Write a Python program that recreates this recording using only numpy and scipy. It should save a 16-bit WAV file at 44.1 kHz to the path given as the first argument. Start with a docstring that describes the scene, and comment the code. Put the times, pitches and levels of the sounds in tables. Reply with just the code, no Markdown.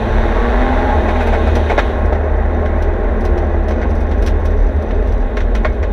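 """A turbocharged rally car's engine, heard from one microphone behind the seats of the bare cabin.
On a dirt and grass track it pulls for a second, its exhaust note sweeping through the resonances of
the steel shell, then runs down with a chatter of gears; the turbo's hiss stops at two seconds.
All around the microphone the cabin booms, tyres and grit roar up through the floor,
and loose stones clatter against the body."""
import sys
import numpy as np
from scipy import signal
from scipy.fft import rfft, irfft
from scipy.io import wavfile
from scipy.ndimage import uniform_filter1d

SR = 44100
rng = np.random.default_rng(int(sys.argv[2]) if len(sys.argv) > 2 else 0)


def digitize_waveform(pressure):
    """Quantize a signal to 16-bit integers and store it at the path in sys.argv[1].

    Rows of a 2-D input are taken as channels; values are limited to [-1, 1].
    """
    field = np.atleast_2d(pressure).T
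    bounded = np.clip(field, -1, 1)
    quanta = np.round(bounded * 32767).astype(np.int16)
    wavfile.write(sys.argv[1], SR, quanta)


N = 261230
TIME = np.arange(N) / SR

# engine speed: t/s, firing rate/Hz
FIRING_RATE = [(0, 108), (.15, 109), (.33, 116), (.45, 119), (.7, 126.5), (.9, 132.5), (1, 134), (1.1, 128),
               (1.3, 113), (1.8, 101), (2.4, 95), (3.15, 90.5), (3.4, 86.5), (3.7, 81.5), (4.3, 73),
               (4.9, 65.5), (5.92, 58)]
# larger stones on the body: t/s, strength/dB, sharpness/dB (more tick, less knock)
STONE_HITS = [(1.222, -45, 4), (1.268, -49, 12), (1.47, -52, 9), (1.552, -32.5, 3.5), (1.776, -32, -5.5),
              (1.788, -30, -5), (2.056, -54, 10), (2.124, -43.5, -4), (2.147, -50, -9), (2.657, -45, -1),
              (2.821, -40.5, 2), (3.206, -52, 10.5), (3.249, -41, 7), (3.375, -41.5, 2.5),
              (3.682, -41, 2.5), (3.707, -39.5, -3), (3.813, -46.5, -11.5), (3.826, -51, -12),
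              (3.902, -51, 8), (3.95, -54.5, 12), (4.005, -51, 9), (4.11, -41, -2), (4.222, -42, 7),
              (4.261, -34.5, 7), (4.272, -34.5, 4), (4.452, -42.5, 8.5), (4.503, -56, 8), (4.82, -58, 14),
              (4.906, -46, -7), (5.071, -47.5, 3), (5.119, -47.5, 5), (5.368, -35, -2.5),
              (5.403, -39.5, -4), (5.549, -33.5, -0.5), (5.646, -38, -13.5), (5.827, -41, -6.5)]
# spectra of a stone's rattle and of its high tick: f/Hz, gain/dB
RATTLE_SPECTRUM = [(1700, -2.5), (3000, -19.5), (4600, 5.5), (6000, 3), (7000, -12.5), (10000, -34)]
TICK_SPECTRUM = [(4000, -27.5), (7000, -2.5), (9500, 3), (12000, -3), (14500, -3), (16000, 2)]


def amp(db):
    """Decibels to gain."""
    return 10 ** (np.asarray(db) / 20)


def unit(x):
    """Scales to rms 1."""
    return x / np.sqrt(np.mean(x ** 2) + 1e-20)


def curve(rows):
    """Joins rows of time and value by straight lines."""
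    return np.interp(TIME, *np.transpose(rows))


def wander(rate_hz):
    """Slow random drift of rms 1."""
    hz = np.fft.rfftfreq(N, 1 / SR)
    return unit(irfft(rfft(rng.standard_normal(N)) * np.exp(-(hz / rate_hz) ** 2), N))


def add(mix, start_s, sound):
    """Mixes a sound in at a time."""
    part = mix[max(round(start_s * SR), 0):][:len(sound)]
    part += sound[:len(part)]


def shell(x, spectrum, ringing=1, size=16384):
    """The path through the steel shell: a broad spectrum with the panel resonances standing on it."""
    # panel resonances: f/Hz, width/Hz, lift/dB
    panels = [(236.1, 55, 10.5), (338.5, 5.3, 7), (429.6, 92, 7.5), (620.6, 49, 9), (805, 5.9, 2),
              (1078, 29.5, 10.5), (1620, 3.8, 6), (1850, 12, -0.5), (2195, 10, 6.5), (2494, 41, 8),
              (2527, 14, 5.5), (3677, 41, 5.5), (5620, 68, 6), (6020, 110, 8.5)]
    hz = np.abs(np.fft.fftfreq(size, 1 / SR)) + 1
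    points_hz, points_db = np.transpose(spectrum)
    octaves_outside = np.maximum(np.log2(hz / points_hz[-1]), 0) + np.maximum(np.log2(points_hz[0] / hz), 0)
    broad_db = np.interp(np.log(hz), np.log(points_hz), points_db) - 24 * octaves_outside
    peaks_db = sum(lift / (1 + (2 * (hz - centre) / width) ** 2) for centre, width, lift in panels)
    log_gain = np.log(amp(np.maximum(broad_db + ringing * peaks_db, -100)))
    ring = np.fft.ifft(np.exp(np.conj(signal.hilbert(log_gain)))).real[:size // 2]  # minimum phase
    return signal.oaconvolve(x, ring / np.linalg.norm(ring))[:len(x)]


def grit(per_s, spread_db):
    """Random impacts; a wider spread makes a few stand out."""
    size = amp(spread_db * np.minimum(rng.exponential(1, N), 4))
    return unit(size * rng.choice([-1, 1], N) * (rng.random(N) < per_s / SR))


def clatter(t60, tail_db=-19, tail_t60=0.22, grain_db=2, attack_s=0.0019):
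    """One blow: the panel's dense flexing swells and dies as the stone skitters; the cabin rings on."""
    t = np.arange(SR // 4) / SR
    swell = 1 - np.exp(-t / attack_s)
    decay = amp(-60 * t / t60) + amp(tail_db - 60 * t / tail_t60)
    grain = unit(uniform_filter1d(rng.standard_normal(len(t)), size=90))
    skitter = unit(amp(grain_db * grain))
    return swell * decay * skitter * rng.standard_normal(len(t))


def blows(times, levels_db, spectrum, t60):
    """One register of a series of blows, coloured by the shell."""
    out = np.zeros(N)
    for s, db in zip(times, levels_db):
        add(out, s, amp(db) * clatter(t60))
    return shell(out, spectrum)


def cabin_boom(mode_hz=75.86, drift_hz=0.8, waver_db=0.4):
    """The air around the microphone booms at the cabin's lowest mode."""
    # the boom: t/s, level/dB
    boom_level = [(0.0, -30), (0.11, -18), (0.64, -29.5), (0.69, -22), (1.65, -14.5), (1.83, -28),
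                  (2.04, -16.5), (2.87, -16), (3.03, -29), (3.26, -19.5), (4.58, -17), (4.66, -29),
                  (4.78, -11.5), (4.85, -24.5), (5.13, -17.5), (5.18, -33), (5.49, -21.5), (5.77, -43),
                  (5.82, -14), (5.92, -35)]
    phase = 2 * np.pi * np.cumsum(mode_hz + drift_hz * wander(3.7)) / SR
    return np.sqrt(2) * np.sin(phase) * amp(curve(boom_level) + waver_db * wander(10))


def body_shake(gain_db=1, evenness=0.75, jolts_db=2):
    """The body shakes deeply on its springs and tyres; the dampers hold back the largest swings."""
    # the shaking: t/s, relative level/dB
    shake_level = [(0.0, -22), (0.13, -12.5), (1.61, -20.5), (1.66, -38), (1.73, -15.5), (2.06, -13),
                   (2.29, -31), (2.32, -17), (4.73, -17.5), (4.83, -28), (4.91, -13), (5.92, -18)]
    # its spectrum: f/Hz, gain/dB
    shake_spectrum = [(12, -58.5), (20, -17.5), (27, -22.5), (39, 4), (46, -4), (55, -9), (70, -11.5),
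                      (90, -24), (130, -48)]
    swing = signal.hilbert(shell(rng.standard_normal(N), shake_spectrum))
    damped = unit(swing.real / (np.abs(swing) + 0.3) ** evenness)
    return damped * amp(curve(shake_level) + gain_db + jolts_db * wander(6))


def road_and_turbo(firings, cruise_hz=100, turbo_off_s=1.885, turbo_fall_db_per_s=89, air_db=-50.5):
    """Tyres and grit drum on the floor, louder with speed; turbo and air hiss pulse with the firings."""
    # spectra of tyre roar, grit spray and hiss: f/Hz, gain/dB
    roar_spectrum = [(60, -22.5), (100, -5.5), (150, -7.5), (178, -7), (203, 2), (280, -6.5), (350, 2),
                     (450, -1), (530, 1.5), (640, -6.5), (850, -14), (1200, -24), (2500, -28.5)]
    spray_spectrum = [(350, -30.5), (600, 4.5), (830, 8.5), (980, 0.5), (1250, -4), (1500, 0), (2000, -3),
                      (2400, -19), (2900, -28.5), (4000, -41), (6000, -41.5)]
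    hiss_spectrum = [(1800, 2.5), (2600, 3.5), (3100, 1.5), (3750, 4.5), (4400, -7), (5000, -18),
                     (5950, -12.5), (6700, -17), (8200, -24), (9600, -21), (11500, -26.5), (15000, -32)]
    speed_octaves = np.log2(curve(FIRING_RATE) / cruise_hz)
    lumps_db = 0.05 * wander(23)  # the tyres dig into looser and firmer ground
    ruts_db = wander(2.7)
    chuff = 1 + 0.062 * np.cos(2 * np.pi * firings)
    roar_db = -22 + 2.5 * speed_octaves + ruts_db
    spray_db = -25 + 9 * speed_octaves + lumps_db
    turbo_db = -38.5 - turbo_fall_db_per_s * np.maximum(TIME - turbo_off_s, 0)
    hiss_gain = np.hypot(amp(turbo_db), amp(air_db)) * amp(lumps_db / 2)
    roar = shell(grit(per_s=3000, spread_db=2), roar_spectrum) * amp(roar_db)
    spray = shell(grit(per_s=4200, spread_db=0.5) * chuff, spray_spectrum) * amp(spray_db)
    hiss = shell(rng.standard_normal(N) * chuff, hiss_spectrum) * hiss_gain
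    return roar + spray + hiss


def brake_squeaks():
    """The brakes give two faint, high squeaks."""
    # squeaks: peak t/s, half-length/s, f/Hz, level/dB
    squeaks = [(1.23, .02, 11100, -56), (1.5, 0.052, 6560, -57)]
    return sum(amp(db) * np.exp(-((TIME - s) / length) ** 2) * np.sin(2 * np.pi * hz * TIME)
               for s, length, hz, db in squeaks)


def gravel(rattle_db=-56, tick_db=-65, spread_db=10):
    """Pebbles tick in the wheel arches, some duller and some brighter."""
    # gravel flung up by the tyres: t/s, pebbles of each kind/(1/s)
    pebble_rate = [(0, 6), (1, 52), (2, 11), (2.6, 47), (3.3, 44), (3.8, 190), (4.4, 180), (4.9, 180),
                   (5.25, 18), (5.92, 27)]
    out = np.zeros(N)
    for spectrum, db in ((RATTLE_SPECTRUM, rattle_db), (TICK_SPECTRUM, tick_db)):
        hits = rng.random(N) < curve(pebble_rate) / SR
        sizes = amp(db + spread_db * (2 * rng.random(N) - 1.5))
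        pebbles = signal.oaconvolve(hits * sizes, clatter(t60=0.03))[:N]
        out += shell(pebbles, spectrum, ringing=0.5)
    return out


def clods(gain_db=6):
    """Soft clods and bumps thud under the floor."""
    # thuds: t/s, strength/dB
    thuds = [(1.561, -5), (1.779, -5.5), (2.123, -10.5), (2.28, -15), (3.428, -13), (3.538, -17.5),
             (3.705, -21), (3.853, -17), (3.959, -17), (4.222, -29), (4.826, -25), (5.647, -21)]
    # their spectrum: f/Hz, gain/dB
    thud_spectrum = [(200, -4.5), (420, -11.5), (640, 0.5), (820, 0.5), (1100, -15.5), (2000, -25)]
    times, strength = np.transpose(thuds)
    return blows(times, strength + gain_db, thud_spectrum, t60=0.026)


def stones():
    """Stones knock, crack, rattle and tick on the steel, the sharp ones brighter."""
    # spectra of the knock and the crack: f/Hz, gain/dB
    knock_spectrum = [(250, -36), (480, 3.5), (680, 5.5), (1000, -1), (1550, 5.5), (2100, 4.5),
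                      (2600, -10.5), (4000, -16)]
    crack_spectrum = [(1500, -24), (2500, 10), (3800, 9), (4900, -12.5), (6000, -6), (7000, -7.5),
                      (10000, -40.5)]
    times, strength, sharpness = np.transpose(STONE_HITS)
    knocks = blows(times, strength - 1.07 * sharpness + 15, knock_spectrum, t60=0.069)
    cracks = blows(times, strength + 3, crack_spectrum, t60=0.11)
    rattles = blows(times, strength + 0.8 * sharpness - 4, RATTLE_SPECTRUM, t60=0.07)
    ticks = blows(times, strength + 1.2 * sharpness - 11, TICK_SPECTRUM, t60=0.073)
    return knocks + cracks + rattles + ticks


def steel_pings(gain_db=-12, uneven_db=3, detune=0.016):
    """Each stone sets the thin steel ringing, the sharp ones most, differently for each spot struck."""
    # modes of the steel: f/Hz, relative level/dB, t60/s
    steel_modes = [(2460, -2, 0.15), (4030, -28.5, 0.3), (4164, 2.5, 0.11), (5440, 1, 0.075),
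                   (5820, 7, 0.05)]
    hz, db, t60 = np.transpose(steel_modes)[:, :, None]
    t, out = np.arange(SR // 4) / SR, np.zeros(N)
    attack = 1 - np.exp(-t / 0.002)
    for s, strength, sharpness in STONE_HITS:
        spot, shift, phase = rng.standard_normal((3, len(steel_modes), 1))
        decays = amp(db + uneven_db * spot - 60 * t / t60)
        tones = np.sin(2 * np.pi * (hz * (1 + detune * shift) * t + phase))
        add(out, s, amp(strength + 0.6 * sharpness + gain_db) * (decays * tones).sum(0) * attack)
    return out


def gear_chatter(swell_s=0.018, gain_db=3):
    """Off the throttle the slack gears chatter in short swelling bursts."""
    # bursts: start t/s, relative level/dB
    bursts = [(1.076, -20), (1.147, -25), (1.194, -20.5), (1.265, -22), (1.321, -18.5), (1.459, -22.5),
              (1.689, -16.5)]
    # their spectrum: f/Hz, gain/dB
    chatter_spectrum = [(350, 4), (650, 14), (830, 16.5), (1100, -1.5), (1500, 6.5), (2200, 4), (2800, -8),
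                        (3800, -14), (5000, -22), (6500, -26), (10000, -35.5)]
    envelope = np.zeros(N)
    for s, db in bursts:
        age = np.maximum(TIME - s, 0) / swell_s
        envelope += amp(db + gain_db) * (age * np.exp(1 - age)) ** 2
    return shell(envelope * grit(per_s=3500, spread_db=0), chatter_spectrum)


def gear_whine(firings, roughness=0.14):
    """The gears sing under load, their teeth never meshing quite evenly."""
    # whines: multiple of the firing rate, peak t/s, half-length/s, level/dB
    whines = [(6.34, 0.905, 0.07, -20), (6.34, 0.71, 0.11, -25), (9.55, 0.42, 0.077, -27)]
    whine = sum(amp(db) * np.exp(-((TIME - s) / length) ** 2) * np.exp(2j * np.pi * order * firings)
                for order, s, length, db in whines)
    backlash = 1 + roughness * (wander(39) + 1j * wander(35))
    return np.sqrt(2) * (whine * backlash).real


def throttle_rasp(firings, level_db=-27, uneven=0.51, press_at_s=0.045, lift_at_s=0.91):
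    """On the open throttle each firing cracks, none quite alike, and trails a puff of gas noise."""
    # spectrum of the rasp: f/Hz, gain/dB
    rasp_spectrum = [(600, -12), (850, 10), (1100, -1), (1250, -1), (1450, 3.5), (1850, 2.5), (2150, -4),
                     (2500, -18), (3800, -20.5)]
    press = np.clip((TIME - press_at_s) / 0.15, 0, 1)
    lift = np.clip(1 - (TIME - lift_at_s) / 0.056, 0, 1)
    onsets = np.diff(np.floor(firings), prepend=0)
    cracks = unit(onsets * (1 + uneven * rng.standard_normal(N)))
    puffs = unit(np.exp(-(firings % 1) / 0.69) * rng.standard_normal(N))
    return amp(level_db) * press * lift * unit(shell(cracks + 0.97 * puffs, rasp_spectrum))


def engine(firings, flutter=0.29):
    """Exhaust orders, fluttering with uneven combustion, sweep through the shell's resonances."""
    # exhaust orders: multiple of the firing rate, relative level/dB
    orders = [(1, -7), (1.5, -23.5), (2, -4), (2.5, -30), (3, -10.5), (3.5, -24), (4, 0), (5, -22),
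              (6, -13.5)]
    # the exhaust's path into the cabin: f/Hz, gain/dB
    exhaust_spectrum = [(60, 1), (110, 7.5), (135, -13), (170, -6), (215, -8), (255, 3), (300, -5.5),
                        (350, 1), (430, -15.5), (470, 0), (510, -20.5), (800, 10)]
    # loudness with engine load: t/s, level/dB
    load = [(0, -19), (.35, -25.5), (.55, -20), (.9, -27), (1.1, -27), (2, -32), (3, -37), (3.3, -23),
            (3.6, -30), (4.8, -30.5), (5.92, -49)]
    note = np.zeros(N)
    for order, db in orders:
        combustion = 1 + flutter * wander(19)
        note += amp(db) * combustion * np.sin(2 * np.pi * (order * firings + rng.random()))
    return amp(curve(load)) * unit(shell(note, exhaust_spectrum))


def scene():
    """Engine, cabin, road and stones at one microphone behind the seats."""
    firing_hz = curve(FIRING_RATE) * (1 + 0.0012 * wander(7.2))
    firings = np.cumsum(firing_hz) / SR  # running count, one cycle a firing
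    mix = engine(firings) + gear_whine(firings) + gear_chatter() + brake_squeaks()
    mix += cabin_boom() + body_shake() + road_and_turbo(firings)
    mix += stones() + clods() + steel_pings() + gravel()
    mix += throttle_rasp(firings)
    return mix[None]


def record(dry):
    """The loudest peaks are rounded off, then the treble is cut above 15.4 kHz."""
    rounded = dry / (1 + dry ** 6) ** (1 / 6)
    lowpass = signal.firwin(511, 15400, window=("kaiser", 9), fs=SR)
    return signal.oaconvolve(rounded, lowpass[None], "same")


dry = scene()
out = record(dry)
digitize_waveform(out)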